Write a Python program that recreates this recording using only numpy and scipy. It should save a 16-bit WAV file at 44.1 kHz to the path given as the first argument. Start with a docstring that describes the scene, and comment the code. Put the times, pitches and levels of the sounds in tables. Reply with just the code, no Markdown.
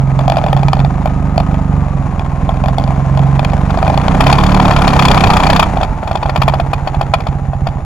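"""In a concrete garage a twin-cylinder motorcycle rolls along, heard at two microphone ports behind its windscreen.
The engine thuds once a turn, harder as it gathers speed; the air behind the fairing booms when the beat falls
in step with its resonance, and the pipe barks above idle over grainy clatter, a faint gear whine and hiss.
A loose panel knocks now and then and rattles on every turn, hardest while the revs are briefly up, when the loudest
sound overloads the microphone. Then the engine shudders down to idle and goes on shaking the panel."""
import sys
import numpy as np
from scipy import signal
from scipy.fft import rfft, irfft
from scipy.io import wavfile
from scipy.ndimage import uniform_filter1d

SR = 44100
rng = np.random.default_rng(int(sys.argv[2]) if len(sys.argv) > 2 else 0)


def wav_record(signal):
    """Record a signal, one row per channel, as 16-bit PCM in the file named by sys.argv[1]."""
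    frames = np.transpose(np.atleast_2d(signal))
    bounded = np.clip(frames, -1, 1)
    # unit amplitude maps onto the largest positive 16-bit level
    quanta = np.round(bounded * 32767).astype(np.int16)
    wavfile.write(sys.argv[1], SR, quanta)


N = 346170
TIME = np.arange(N) / SR
BINS = np.fft.rfftfreq(N, 1 / SR)

# crank speed: time_s, speed_turns_per_s
CRANK_SPEED = [(0.0, 22.52), (0.3, 22.02), (0.51, 19.43), (0.7, 20.17), (0.89, 24.96), (1.79, 23.86),
               (2.28, 19.76), (2.61, 21.88), (3.66, 23.43), (3.87, 25.55), (4.31, 35.27), (4.57, 37.59),
               (5.44, 29.63), (5.52, 32.51), (6.04, 19.07), (6.16, 13.22), (6.46, 17.6), (6.87, 13.11),
               (7.04, 16.04), (7.85, 14.14)]
# single knocks of the loose panel, before each layer's trim: start_s, blow_db, edge_buzz_db
PANEL_KNOCKS = [(0.19, -5, -25), (0.209, -10, -34), (0.279, 0, -24), (0.298, -0.5, -19), (0.32, -4.5, -21),
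                (0.369, 1, -21), (0.439, -5, -27), (0.463, -3, -26.5), (0.483, -9.5, -29.5),
                (0.529, -2, -20.5), (0.565, -3.5, -30), (0.631, -4, -26), (0.683, -7.5, -22),
                (0.731, -2.5, -17), (0.768, -6.5, -34), (0.847, -5.5, -32.5), (1.057, -1.5, -26),
                (1.075, -9.5, -32), (1.378, 0.5, -17.5), (1.542, -11.5, -33.5), (2.194, -13, -30.5),
                (2.491, -2.5, -26), (2.638, -5, -30.5), (2.658, -8.5, -27.5), (2.683, -3.5, -24),
                (2.782, -3, -21.5), (2.838, -8.5, -29.5), (2.876, -11, -31), (3.173, -6.5, -27.5),
                (3.192, -6, -27.5), (3.393, -2, -23), (3.447, -5.5, -18.5), (3.533, -5.5, -29),
                (3.773, -4, -31), (3.827, -1, -22.5), (3.878, -0.5, -21.5), (3.899, -0.5, -26),
                (3.975, -0.5, -21), (4.081, -3, -20), (4.205, 1.5, -11.5), (4.266, 2.5, -10.5),
                (4.298, -4, -12.5), (4.326, 2.5, -11.5), (4.383, -7, -15), (4.708, -3, -12.5),
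                (4.762, -6, -11.5), (4.876, 0.5, -11), (5.499, 0, -9.5), (5.594, 2.5, -6.5),
                (5.77, -3.5, -29), (5.811, -2.5, -26), (5.83, -2, -21.5), (6.03, -8.5, -32),
                (6.074, -11, -27), (6.112, -2.5, -25.5), (6.154, -3.5, -23), (6.228, -4.5, -24),
                (6.257, -3, -30), (6.294, -4, -21.5), (6.359, 0, -16), (6.417, -5, -11), (6.479, 3.5, -13),
                (6.537, 0.5, -22), (6.598, -2, -24), (6.732, -0.5, -19.5), (6.873, -4, -22.5),
                (6.945, -6.5, -31.5), (7.011, -0.5, -22), (7.137, 6.5, -15), (7.203, -11, -28),
                (7.267, -7.5, -23.5), (7.533, -8.5, -39.5), (7.669, -5, -25)]

IDLE, REVVED = 13.9, 31.5  # crank speeds (turns per second)
STRIKE_TURN = 0.675  # crank angle after a firing at which the panel strikes (turns)
SHAKING_S = 4.1  # from here on the engine's shaking causes the knocks, before it the floor (s)
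# time constants of the edge's buzz: brief after a jolt from the floor, longer when the engine shakes it (s)
JOLT_BUZZ_S, SHAKE_BUZZ_S = 0.00078, 0.0017


def amp(db):
    """Decibels to gain."""
    return 10 ** (np.asarray(db) / 20)


def unit(x):
    """Scales to rms 1."""
    return x / np.sqrt(np.mean(x ** 2) + 1e-20)


def curve(rows, t=TIME):
    """The columns of a time table, read at the times t."""
    s, *columns = np.transpose(rows)
    return [np.interp(t, s, c) for c in columns]


def spectrum(rows, hz):
    """The columns of a frequency table, read on a log axis."""
    f, *columns = np.transpose(rows)
    return [np.interp(np.log(hz + 1), np.log(f + 1), c) for c in columns]


def add(mix, s, sound):
    """Mixes a two-port sound in at time s."""
    part = mix[:, max(round(s * SR), 0):][:, :sound.shape[1]]
    part += sound[:, :part.shape[1]]


def causal(rows, size=8192):
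    """The tightest (minimum-phase) impulse response that has this spectrum."""
    hz = abs(np.fft.fftfreq(size, 1 / SR))
    log_gain = np.log(amp(spectrum(rows, hz)[0]))
    return np.fft.ifft(np.exp(np.conj(signal.hilbert(log_gain)))).real[:size // 2]


def pipe(modes, lag):
    """The decaying ring of resonances after one kick and a short travel time."""
    hz, db, t60 = np.transpose(modes)[:, :, None]
    age = np.maximum(TIME[:SR // 2] - lag, 0)
    return (amp(db - 60 * age / t60) * np.sin(2 * np.pi * hz * age)).sum(0)


def play(fired, gains, response):
    """Sounds one response at every firing."""
    kicks = np.zeros(N + SR)  # one second of lead-in holds the firings before the start
    kicks[((fired + 1) * SR).astype(int)] = gains
    return signal.oaconvolve(kicks, response)[SR:SR + N]


def firings(count=8):
    """Crank angle in turns, and the times at which the two cylinders fire in turn; the engine is already running."""
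    speed, = curve(CRANK_SPEED)
    turns = .25 + np.cumsum(speed) / SR
    fired = TIME[1:][np.diff(np.floor(turns)) > 0]
    earlier = fired[0] - np.arange(count, 0, -1) / speed[0]
    return turns, np.r_[earlier, fired]


def pull(db_per_change=4.5, limits_db=(-13, 0.5), smooth_s=0.17):
    """Firing strength in dB: harder as the crank gathers speed, softer as it slows."""
    change = np.gradient(np.log(curve(CRANK_SPEED)[0])) * SR  # relative change of speed per second
    return uniform_filter1d(np.clip(db_per_change * change, *limits_db), max(int(smooth_s * SR), 1))


def exhaust(fired, thud_db=-16.0, boom_db=-15.5, bark_db=-18.5, idle_scatter_db=2.5, thinning=-1.9,
            boom_hz=136.15, boom_t60=0.29, boom_lag=0.0031, bark_lag=0.0039,
            thud_share=0.59, bark_growth=0.97, bark_share=1.0):
    """Each firing kicks a thud, the air behind the fairing and, above idle, the pipe; speed evens the kicks out."""
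    # spectrum of one exhaust thud: frequency_hz, gain_db
    thud_colour = [(5, -44.5), (24, -4), (45, 9.5), (64, 9.5), (84, 11.5), (108, 11), (150, -11),
                   (220, -11.5), (330, -13), (500, -37.5), (1200, -70)]
    # fairing boom beyond what the beat gives it: time_s, relative_level_db
    boom_level = [(0.0, 2.5), (0.3, 7), (1.2, 2), (2.0, 0.5), (3.0, 0), (3.35, 4.5), (3.65, -3.5),
                  (4.6, 2.5), (6.05, -4), (6.4, 2), (7.85, 0)]
    # pipe resonances that bark under load: frequency_hz, gain_db, t60_s
    bark_modes = [(114, -1, 0.21), (158.4, 4, 0.086), (185, 3.5, 0.098), (253.4, -7, 0.13),
                  (264.7, -7.5, 0.24)]
    speed = curve(CRANK_SPEED, fired)[0]
    strength = np.interp(fired, TIME, pull())
    kicks = amp(idle_scatter_db * IDLE / speed * rng.standard_normal(len(fired)))
    # thud and boom thin out at high revs
    low_kicks = kicks * np.maximum(speed / REVVED, 1) ** thinning
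    thud = -play(fired, low_kicks * amp(thud_share * strength), causal(thud_colour))
    boom = play(fired, low_kicks * amp(strength), pipe([(boom_hz, 0, boom_t60)], boom_lag))
    boom = amp(curve(boom_level)[0]) * boom
    bark_kicks = kicks * amp(bark_share * strength) * np.maximum(speed - IDLE, 0) ** bark_growth
    bark = play(fired, bark_kicks, pipe(bark_modes, bark_lag))
    return amp(thud_db) * unit(thud) + amp(boom_db) * unit(boom) + amp(bark_db) * unit(bark)


def rocking(turns, top_db=-11.5, growth=3.2):
    """The unbalanced crank rocks the frame once a turn, steeply more with speed."""
    speed, = curve(CRANK_SPEED)
    return amp(top_db) * (speed / speed.max()) ** growth * np.sin(2 * np.pi * (turns - .25))


def mechanics(turns, trim_db=1.5, beat_db=0.5, chug_db=2, grain_db=3.0, apart=0.25, bright_db=0.31):
    """Valve gear and intake: grainy noise that chugs once a turn, flutters twice and brightens with effort."""
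    # mechanical noise before its trim: time_s, level_db
    clatter_level = [(0.0, -25), (0.45, -22.5), (0.9, -23.5), (2.0, -25.5), (3.6, -21), (4.3, -15.5),
                     (5.3, -12.5), (5.62, -15), (5.95, -25), (6.35, -23), (7.85, -29.5)]
    # its spectrum: frequency_hz, density_db_per_hz
    clatter_colour = [(60, 10), (220, 6), (340, 0), (480, -3), (740, 4.5), (1150, -4), (1600, -12),
                      (2400, -17), (3000, -25.5), (5000, -33), (7100, -30.5), (9000, -35.5), (12000, -51),
                      (15500, -48)]
    level, = curve(clatter_level)
    noise = rng.standard_normal((3, N))  # one shared by both ports, then one for each
    grain = unit(uniform_filter1d(rng.standard_normal(N), 130))
    flutter = beat_db * np.cos(4 * np.pi * turns)
    chug = chug_db * np.cos(2 * np.pi * (turns - STRIKE_TURN))
    drive = (noise[0] + apart * noise[1:]) * amp(flutter + chug + grain_db * grain)
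    dull = unit(irfft(rfft(drive) * amp(spectrum(clatter_colour, BINS)[0]), N))
    treble = signal.sosfilt(signal.butter(1, 2500, "high", fs=SR, output="sos"), dull)
    # bright_db: treble lift per dB of level above the quietest moment
    lift = amp(bright_db * (level - level.min())) - 1
    return amp(level + trim_db) * (dull + treble * lift)


def gears(wander=1.504):
    """The final drive's teeth whine faintly, sinking in pitch with lost pace, clearest as the throttle shuts."""
    # whine: time_s, pitch_hz, level_db
    whine_course = [(1.6, 1255, -39), (2.2, 1065, -36.5), (5.3, 1000, -37), (5.9, 880, -29.5),
                    (6.2, 850, -32.5), (7.85, 800, -37)]
    hz, level = curve(whine_course)
    drift = np.cumsum(rng.standard_normal(N)) / np.sqrt(SR)  # random walk of the phase
    turns = np.cumsum(hz) / SR + wander * drift
    return amp(level) * np.sqrt(2) * np.sin(2 * np.pi * turns)


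def hiss(level_db=-51.0):
    """A faint steady hiss, different at each port."""
    # frequency_hz, density_db_per_hz
    hiss_colour = [(2000, 12.5), (4000, -25), (5500, -29), (7000, 16), (7900, -39), (9200, 10),
                   (11000, -45), (15500, -25)]
    noise = rfft(rng.standard_normal((2, N)))
    return amp(level_db) * unit(irfft(noise * amp(spectrum(hiss_colour, BINS)[0]), N))


def knock(clack, blow_db, buzz_db, buzz_s, band_hz=(560, 1150), detune=0.042, grain_db=3, apart=0.43,
          vary=0.14, order=4):
    """A blunt blow rings the panel's modes; its edge clacks dryly on the frame in a burst of tiny contacts."""
    # ringing of the panel, before the blow's filter: frequency_hz, gain_db, t60_s
    panel_modes = [(680, 10.5, 0.038), (777, 15.5, 0.028), (1007, 3.5, 0.03), (1362, 2, 0.018),
                   (2510, 4, 0.013)]
    t = TIME[:1500]
    hz, db, t60 = np.transpose(panel_modes)[:, :, None]
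    hz = hz * (1 + detune * rng.standard_normal(hz.shape))  # it never lands quite the same way
    ring = (amp(db - 60 * t / t60) * np.sin(2 * np.pi * hz * t)).sum(0)
    blow = signal.lfilter(*signal.butter(2, band_hz, "band", fs=SR), ring)
    noise = rng.standard_normal((4, len(t)))
    swell = (t / buzz_s) ** 2 * np.exp(-t / buzz_s)
    contacts = (noise[0] + apart * noise[2:]) * amp(grain_db * noise[1]) * swell
    spot = np.r_[1, vary * rng.standard_normal(order)]  # each point of contact has its own colour
    colour = np.convolve(clack, spot)
    colour = colour / np.linalg.norm(colour)
    buzz = signal.fftconvolve(unit(contacts), colour[None], axes=1)[:, :len(t)]
    return amp(blow_db) * blow / abs(blow).max() + amp(buzz_db) * buzz


def panel(fired, clack, scatter_db=1.0, shake_buzz_db=-11.0, buzz_growth=1.0, hard_hz=(850, 1650),
          rebound_db=-13, rebound_s=0.014):
    """The panel strikes once a turn, harder for one cylinder, and rebounds once; near a single knock it skips."""
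    # shaking by the engine, each spell lasting until the next starts (its ramp may be cut off or absent):
    # start_s, ramp_reference_s, first_blow_db, last_blow_db, lead_db (given to one cylinder, taken from the other)
    shake_spells = [(0.0, 3.7, -29.5, -21, -3), (3.7, 3.17, -12.5, -11.5, 3.5), (4.22, 8.4, -6.5, 1, 2.5),
                    (4.98, 5.07, 0.5, -2.5, 1.7), (5.64, 7.85, -19.5, -28.5, -1.5)]
    out = np.zeros((2, N))
    knocked = np.transpose(PANEL_KNOCKS)[0]
    for k, period in enumerate(np.diff(fired)):
        s = fired[k] + STRIKE_TURN * period
        if s < 0 or abs(knocked - s).min() <= .01:
            continue
        start, reference, first, last, lead = [spell for spell in shake_spells if spell[0] <= s][-1]
        shake = np.interp(s, [start, reference], [first, last])
        blow = shake + lead * (-1) ** k + scatter_db * rng.standard_normal()
        buzz = blow + buzz_growth * shake + shake_buzz_db
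        rebound = s + rebound_s * rng.uniform(.5, 1)
        for when, gain in (s, 1), (rebound, amp(rebound_db)):
            add(out, when, gain * knock(clack, blow, buzz, SHAKE_BUZZ_S, hard_hz))
    return out


def bumps(clack, blow_db=-1, buzz_db=-2.5, bounce_db=-12, lurch_hz=(560, 1700)):
    """Single knocks of the panel: jolts from the floor, then harder lurches of the engine, which make it bounce."""
    out = np.zeros((2, N))
    delays = rng.uniform(0.0056, .018, len(PANEL_KNOCKS))  # from lurch to bounce (s)
    for (s, blow, buzz), delay in zip(PANEL_KNOCKS, delays):
        levels = blow + blow_db, buzz + buzz_db
        if s < SHAKING_S:
            add(out, s, knock(clack, *levels, JOLT_BUZZ_S))
        else:
            for when, gain in (s, 1), (s + delay, amp(bounce_db)):
                add(out, when, gain * knock(clack, *levels, SHAKE_BUZZ_S, lurch_hz))
    return out


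def ticks(clack, blow_db=-13, buzz_db=-16, spread_db=2, settle_s=.08, count=2):
    """After each jolt from the floor the panel ticks lightly at random until it settles."""
    out = np.zeros((2, N))
    for s, blow, buzz in [row for row in PANEL_KNOCKS if row[0] < SHAKING_S]:
        waits = settle_s * rng.random(count)
        forces = spread_db * rng.standard_normal(count)
        for wait, force in zip(waits, forces):
            add(out, s + wait, knock(clack, blow + blow_db + force, buzz + buzz_db + force, JOLT_BUZZ_S))
    return out


def echoes(x, decay):
    """A diffuse tail for each port; every band dies at its own speed."""
    noise = rng.standard_normal((2, SR)) * (TIME[:SR] > .004)  # nothing returns in the first 4 ms
    hz, t, z = signal.stft(noise, SR, nperseg=256)
    t60 = spectrum(decay, hz)[0][:, None]
    tail = signal.istft(z * amp(-60 * t / t60), SR, nperseg=256)[1]
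    return signal.fftconvolve(x[None], tail / np.linalg.norm(tail[0]), axes=1)[:, :N]


def shudder(turns, start=5.66, length=0.31, level_db=-15.5, uneven=1.0):
    """As the throttle shuts, the drive line shudders unevenly at about twice the crank speed."""
    swell = np.sin(np.pi * np.clip((TIME - start) / length, 0, 1))
    lurch = unit(signal.lfilter(*signal.butter(2, 22, fs=SR), rng.standard_normal((2, N))))
    angle = 4 * np.pi * turns
    shake = (1 + uneven * lurch[0]) * np.sin(angle) + uneven * lurch[1] * np.cos(angle)
    return amp(level_db) * swell * shake / np.hypot(1, uneven)


def scene(cockpit_db=-17, cockpit_t60=0.16, garage_db=-29):
    """Engine and panel, the panel's short cockpit reflections and a faint garage tail, at the two ports."""
    # dry clack of the panel's edge on the frame, with the microphone's own colour above 6 kHz (peaks near 7.2
    # and 8.8 kHz, a dip at 8 kHz): frequency_hz, density_db_per_hz
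    clack_colour = [(400, -16.5), (950, 14), (1400, 5.5), (1600, -4.5), (1800, 4), (2050, -7), (2450, 7.5),
                    (2750, -5), (3400, 2.5), (4000, -10), (4400, -2.5), (6400, -20.5), (7200, -10.5),
                    (8000, -33), (8800, -14), (9700, -24.5), (15000, -25.5)]
    # reverberation of the garage: frequency_hz, t60_s
    garage_decay = [(100, 5.1), (800, 0.15), (3000, 0.25), (10000, 0.011)]
    # the two microphone ports: frequency_hz, left_minus_right_db, left_lead_rad
    port_differences = [(60, -4.5, 0.0057), (150, -5.5, 0.017), (380, -1.8, 0.29), (696, 0.5, 0.76),
                        (1400, 5, 0.59), (2380, 7.5, 0.64), (4400, 10, 0.7), (8100, 9, 0.15),
                        (15000, -1, 0.06)]
    turns, fired = firings()
    engine = exhaust(fired) + rocking(turns) + shudder(turns) + gears()
    noise = mechanics(turns) + hiss()
    clack = causal(clack_colour, size=2048)
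    rattle = panel(fired, clack) + bumps(clack) + ticks(clack)
    near = engine + rattle
    cockpit = echoes(rattle.mean(0), [(500, cockpit_t60), (8000, cockpit_t60 / 2)])
    garage = echoes(near.mean(0), garage_decay)[0]  # the same tail reaches both ports
    air = near + noise + amp(cockpit_db) * cockpit + amp(garage_db) * garage
    balance_db, lead = spectrum(port_differences, BINS)
    left = amp(balance_db / 2) * np.exp(.5j * lead)
    ports = np.array([left, 1 / left])
    return irfft(rfft(air) * ports / abs(ports.mean(0)), N)


def record(dry, top_hz=13000, edge_hz=15700, dip_hz=8000, dip_q=6, dip_depth=.7):
    """No steady pressure gets in, loud peaks overload with a tight knee; the treble is dull, dips narrowly, then ends."""
    sound = signal.lfilter(*signal.butter(1, 5, "high", fs=SR), dry)
    clipped = sound / (1 + sound ** 16) ** (1 / 16)
    dulled = signal.lfilter(*signal.butter(1, min(top_hz, SR / 2 - 1), fs=SR), clipped)
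    hollow = signal.lfilter(*signal.iirnotch(dip_hz, dip_q, fs=SR), dulled)
    dipped = (1 - dip_depth) * dulled + dip_depth * hollow
    band_limit = signal.firwin(511, edge_hz, window=("kaiser", 9), fs=SR)
    return signal.oaconvolve(dipped, band_limit[None], "same")


dry = scene()
out = record(dry)
wav_record(out)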